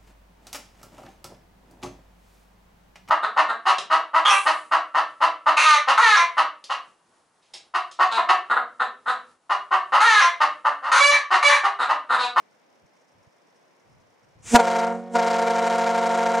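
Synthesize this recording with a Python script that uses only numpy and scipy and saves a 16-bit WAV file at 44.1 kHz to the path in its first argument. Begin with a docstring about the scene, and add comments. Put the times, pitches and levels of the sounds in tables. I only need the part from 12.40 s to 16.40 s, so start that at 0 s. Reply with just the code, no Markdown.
"""Faint wind at a quiet mountain overlook, with a few low gusts nudging the stereo microphone.
Two seconds in, a valve hisses and the two-trumpet air horn on a parked car blasts, near enough
to overload the microphone with a thump and some crackle. The chord holds, sags as the air is eased
off, and returns. Each trumpet sounds through a slapping diaphragm; the higher one flutters, which
gives the blast its rasp. The car and the ground add brief reflections."""
import sys
import numpy as np
from scipy import signal
from scipy.fft import rfft, irfft
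from scipy.io import wavfile
from scipy.ndimage import uniform_filter1d

SR = 44100
rng = np.random.default_rng(int(sys.argv[2]) if len(sys.argv) > 2 else 0)


def to_wav(s):
    """Save 16-bit WAV."""
    ch = np.atleast_2d(s).T  # columns
    pcm = np.round(np.clip(ch, -1, 1) * 32767)  # PCM
    wavfile.write(sys.argv[1], SR, pcm.astype(np.int16))


N = 176400
T = np.arange(N) / SR
FREQS = np.fft.rfftfreq(N, 1 / SR)

# distant air over the valley: freq_hz, level_db
VALLEY_SPECTRUM = [(18, -46), (30, -56), (105, -12.5), (202, -3.5), (292, -3), (410, -3), (443, -0.5),
                   (546, 0), (606, -1), (1050, -4), (1200, -8), (2240, -10), (2490, -14), (4190, -20.5),
                   (5590, -19), (7460, -27.5), (15500, -38)]
# faint treble in the background: freq_hz, level_db
FLICKER_SPECTRUM = [(3000, -50), (4600, -17), (5200, 4), (6600, -4), (7600, -11), (9600, -9), (11500, -32)]
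# wind nudging the microphone: peak_s, half_width_s, level_db
GUST_EVENTS = [(0.445, 0.021, -64), (0.782, 0.05, -67), (0.876, 0.0073, -59), (1.514, 0.047, -61.5),
               (1.606, 0.095, -66), (1.886, 0.072, -69), (1.97, 0.012, -53), (2.01, 0.018, -58),
               (2.064, 0.035, -52)]
# rumble of those gusts: freq_hz, level_db
GUST_SPECTRUM = [(20, -19), (60, -11), (110, 3), (190, -5), (330, -19), (1000, -62)]
# reflections off the car's door and windows: delay_s, gain
PANEL_ECHOES = [(.0021, 0.12), (.0043, 0.19), (.0074, -.3), (.0107, 0.096)]
# scatter off the ground and the car, relative to the direct sound: freq_hz, level_db
SCATTER_SPECTRUM = [(150, -8), (600, -22.5), (1300, -17.5), (2500, -15.5), (6000, -22), (9000, -6.5),
                    (15000, -30)]
# colour of the air escaping at the valve: freq_hz, level_db
HISS_SPECTRUM = [(300, -8), (1200, -6.5), (2500, -3.5), (4500, -12), (6000, -0.5), (7500, 1), (9500, -8),
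                 (11500, -24), (15500, -29)]
# course of that hiss: time_s, level_db
HISS_ENVELOPE = [(1.99, -114), (2.03, -58), (2.07, -40.5), (2.11, -34), (2.15, -28.5), (2.19, -45),
                 (2.45, -59), (2.55, -60), (2.61, -66), (2.68, -87), (2.74, -48), (2.8, -54.5), (4.0, -54)]
# the horn's rasp, mixed with microphone overload crackle at the chord's crests: freq_hz, level_db
RASP_CRACKLE_SPECTRUM = [(100, 1), (250, 0), (500, 19), (900, -1.5), (1500, 0.5), (2200, 3.5), (2600, -1),
                         (4000, -3), (5500, -4), (7200, -5), (9000, -14.5), (11500, -22), (15500, -33)]
# course of that rasp and crackle: time_s, relative_level_db
RASP_CRACKLE_ENVELOPE = [(2.10, -79), (2.14, -21), (2.16, -10), (2.183, -35), (2.197, -23.5), (2.225, -32),
                         (2.42, -32.5), (2.49, -44), (2.53, -50), (2.62, -59), (2.72, -59), (2.755, -30.5),
                         (2.8, -31.5), (4.0, -33.5)]
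# how far a harmonic follows its trumpet's brightness: freq_hz, share
BRIGHTNESS_SHARE = [(200, 0), (460, 0.38), (700, 0.99), (950, 1.33), (2000, 1.15), (4000, 2)]
# lower trumpet, which starts sharp: time_s, pitch_hz, relative_level_db, brightness_db
LOW_BLAST = [(2.08, 200, -32, -15), (2.15, 202.1, -1, -1.5), (2.195, 196.7, 2, 2.5), (2.22, 180.8, 1, 0),
             (2.42, 181, -0.5, -0.5), (2.5, 182, 1, -5.5), (2.58, 183.9, 0.5, -13.5),
             (2.63, 183.6, -5, -13), (2.71, 184, -5, -12.5), (2.735, 183.9, -2, -16), (2.77, 182.6, 5, -2),
             (2.81, 180.9, 1, 0), (2.9, 180.85, -0.5, 0), (4.0, 180.9, -0.5, 0)]
# its steady tone, from the first harmonic up: relative_level_db
LOW_HARMONICS = [-13.5, -16.5, -4, -0.5, -7, -12.5, -20.5, -17, -22, -17, -24.5, -20.5, -25, -77, -31.5,
                 -25.5, -28.5, -25.5, -44, -45.5, -28.5, -26]
# higher trumpet: time_s, pitch_hz, relative_level_db, brightness_db
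HIGH_BLAST = [(2.06, 229.4, -38, -2), (2.10, 232.4, -22, -22), (2.128, 233.4, 10.5, -32),
              (2.142, 237.9, 26, -20), (2.157, 236.3, 21.5, -1), (2.176, 236.6, 10, -0.5),
              (2.187, 235.1, 6, -15), (2.195, 233.9, 5.5, 3.5), (2.225, 229.5, -1.5, 0),
              (2.43, 229.4, 0, 0), (2.52, 230.7, 1, -6), (2.575, 231.2, -0.5, -14.5),
              (2.62, 231.8, -4, -19.5), (2.70, 231.9, -9, -18), (2.733, 234.2, -1, -19),
              (2.756, 234.5, 7, 0), (2.79, 230.2, 0, 0.5), (2.9, 229.3, -0.5, 0), (4.0, 229.3, 0, 0)]
# its steady tone, from the first harmonic up: relative_level_db, flutter_share
HIGH_HARMONICS = [(-9.5, 0.3), (-7, 1.2), (-1, 0.66), (-2, 0.99), (-19, 1), (-9, 1.22), (-20, 0.79),
                  (-33.5, 3.4), (-22.5, 0.46), (-27.5, 0.3)]

FLUTTER_HZ, FLUTTER_PEAK_S = 25.2, 2.16
JITTER_HZ = 170  # bandwidth of the diaphragms' uneven timing


def amp(db):
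    """Decibels to gain."""
    return 10 ** (np.asarray(db) / 20)


def unit(x):
    """Scales to rms 1."""
    return x / np.sqrt(np.mean(x ** 2) + 1e-20)


def at_hz(table, hz):
    """Reads a table on a log-frequency axis."""
    freq_hz, value = np.transpose(table)
    return np.interp(np.log(hz + 1), np.log(freq_hz + 1), value)


def curves(table):
    """The columns of a time table at every sample."""
    time_s, *columns = np.transpose(table)
    return [np.interp(T, time_s, column) for column in columns]


def swell(envelope):
    """Gain along a level curve, silent before its first row."""
    level_db, = curves(envelope)
    return amp(level_db) * (T > envelope[0][0])


def pulse(peak_s, half_width_s, level_db):
    """One bell-shaped rise and fall."""
    return amp(level_db) * np.exp(-((T - peak_s) / half_width_s) ** 2)


def colour(x, spectrum):
    """Filters x by a spectrum, at rms 1."""
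    return unit(irfft(rfft(x) * amp(at_hz(spectrum, FREQS)), N))


def low_cut(x, hz, order):
    """Rolls off the bass below hz."""
    return signal.sosfilt(signal.butter(order, hz, "high", fs=SR, output="sos"), x)


def wander(hz):
    """Random motion slower than hz, at rms 1."""
    return unit(irfft(rfft(rng.standard_normal(N)) / (1 + (FREQS / hz) ** 4), N))


def stereo_noise(spectrum, side_db):
    """Coloured mid-side noise, as left and right."""
    mid, side = colour(rng.standard_normal((2, N)), spectrum)
    return np.array([mid + amp(side_db) * side, mid - amp(side_db) * side])


def wind():
    """Soft air far over the valley, a faint flicker in the treble, and low gusts on the microphone."""
    valley = amp(-63.5 + 0.36 * wander(hz=9.9)) * stereo_noise(VALLEY_SPECTRUM, side_db=-1.5)
    flicker_db = 12 * np.tanh(wander(hz=70))
    flicker = amp(-78) * unit(amp(flicker_db) * stereo_noise(FLICKER_SPECTRUM, side_db=-14))
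    gusts = sum(pulse(*gust) for gust in GUST_EVENTS) * stereo_noise(GUST_SPECTRUM, side_db=-2)
    return valley + gusts + flicker


def scatter(x, t60_s=.03):
    """Brief reflections off the ground and the car reach the microphone's two sides differently."""
    tail = rfft(rng.standard_normal(N) * amp(-60 * T / t60_s))
    phase_smear = tail / (abs(tail) + 1e-12)
    side = irfft(rfft(x) * phase_smear * amp(at_hz(SCATTER_SPECTRUM, FREQS)), N)
    return np.array([x + side, x - side])


def car_panels(x):
    """Reflections off the door and windows, close to the horn, colour the treble."""
    echoes = sum(gain * np.exp(-2j * np.pi * FREQS * delay_s) for delay_s, gain in PANEL_ECHOES)
    return unit(irfft(rfft(x) * (1 + echoes), N))


def valve_hiss():
    """Air escapes at the valve, starting just ahead of the trumpets."""
    return colour(car_panels(rng.standard_normal(N)), HISS_SPECTRUM) * swell(HISS_ENVELOPE)


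def flutter(depth, swing_hz):
    """Flutter moves level and pitch together: gives the change in gain and the phase lead in cycles."""
    angle = 2 * np.pi * FLUTTER_HZ * (T - FLUTTER_PEAK_S)
    return depth * np.cos(angle), swing_hz / (2 * np.pi * FLUTTER_HZ) * np.sin(angle)


def overload_crackle(chord, threshold=1.553, softness=0.013, noise_share=0.51):
    """Crests of the chord above threshold times rms overload the microphone in sharp ticks."""
    over = .5 + .5 * np.tanh((chord - threshold) / softness)
    ticks = unit(np.gradient(over))
    spits = unit(over * rng.standard_normal(N))
    return (1 - noise_share) * ticks + noise_share * spits


def diaphragm_slaps(cycles, puff_cycles=0.66, air_share=0.51):
    """Once a cycle the diaphragm snaps shut, a little unevenly, and lets a puff of air through."""
    uneven = cycles + 0.0048 * wander(JITTER_HZ)
    samples_from_snap = ((uneven + .5) % 1 - .5) / np.gradient(cycles)
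    snaps = np.sinc(samples_from_snap) * np.exp(-(samples_from_snap / 4) ** 2)
    puffs = np.exp(-(uneven % 1) / puff_cycles) * rng.standard_normal(N)
    return (1 - air_share) * unit(snaps) + air_share * unit(puffs)


def rasp_and_crackle(high_cycles, low_cycles, chord):
    """The horn's fluttering rasp, mixed with microphone overload crackle at the chord's crests."""
    throb, lead = flutter(depth=0.44, swing_hz=4)  # on top of the trumpet's own pitch swing
    slaps = (1 + throb) * diaphragm_slaps(high_cycles + lead) + 0.39 * diaphragm_slaps(low_cycles)
    buzz = slaps * (T > HIGH_BLAST[0][0]) + 0.912 * overload_crackle(chord)
    buzz = car_panels(low_cut(buzz, hz=260, order=2))
    return amp(-4) * colour(buzz, RASP_CRACKLE_SPECTRUM) * swell(RASP_CRACKLE_ENVELOPE)


def trumpet(blast, harmonics, gain_db, jitter_cycles):
    """One air-driven diaphragm: gives its harmonic tone and its cycle count with flutter added."""
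    pitch_hz, level_db, brightness_db = curves(blast)
    cycles = np.cumsum(pitch_hz) / SR
    jitter = jitter_cycles * wander(JITTER_HZ)
    throb, lead = flutter(depth=0.29, swing_hz=3.7)
    start_s, held_hz = blast[0][0], blast[-1][1]
    tone = np.zeros(N)
    for k, (harmonic_db, flutter_share) in enumerate(harmonics, 1):
        tilt_db = brightness_db * at_hz(BRIGHTNESS_SHARE, k * held_hz)
        rms = amp(gain_db + level_db + harmonic_db + tilt_db) * (1 + flutter_share * throb)
        phase = k * (cycles + jitter + flutter_share * lead) + rng.random()
        tone += np.sqrt(2) * rms * np.cos(2 * np.pi * phase)
    return tone * (T > start_s), cycles + lead


def air_horn():
    """Both trumpets, rasp and hiss, with a low thump as the first burst overloads the microphone."""
    high, high_cycles = trumpet(HIGH_BLAST, HIGH_HARMONICS, gain_db=-25.5, jitter_cycles=.004)
    without_flutter = [(db, 0) for db in LOW_HARMONICS]
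    low, low_cycles = trumpet(LOW_BLAST, without_flutter, gain_db=-28.5, jitter_cycles=.0025)
    chord = high + low
    running_rms = np.sqrt(abs(uniform_filter1d(chord ** 2, size=3500)) + 1e-8)
    sum_and_difference = amp(-14) * low_cut(2 * high * low / running_rms, hz=420, order=3)
    grit = rasp_and_crackle(high_cycles, low_cycles, chord / running_rms)
    overload_thump = pulse(peak_s=2.148, half_width_s=0.0031, level_db=-19.5)
    return chord + sum_and_difference + grit + valve_hiss() + overload_thump


def scene():
    """The horn in the open air of the overlook."""
    return scatter(air_horn()) + wind()


def record(dry, ceiling=0.56, knee=18, cutoff_hz=15800):
    """The microphone overloads, flattening the loudest peaks; then the top treble is cut."""
    clipped = dry / (1 + abs(dry / ceiling) ** knee) ** (1 / knee)
    high_cut = signal.firwin(511, cutoff_hz, window=("kaiser", 9), fs=SR)
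    return signal.oaconvolve(clipped, high_cut[None], "same")


dry = scene()
out = record(dry)
to_wav(out)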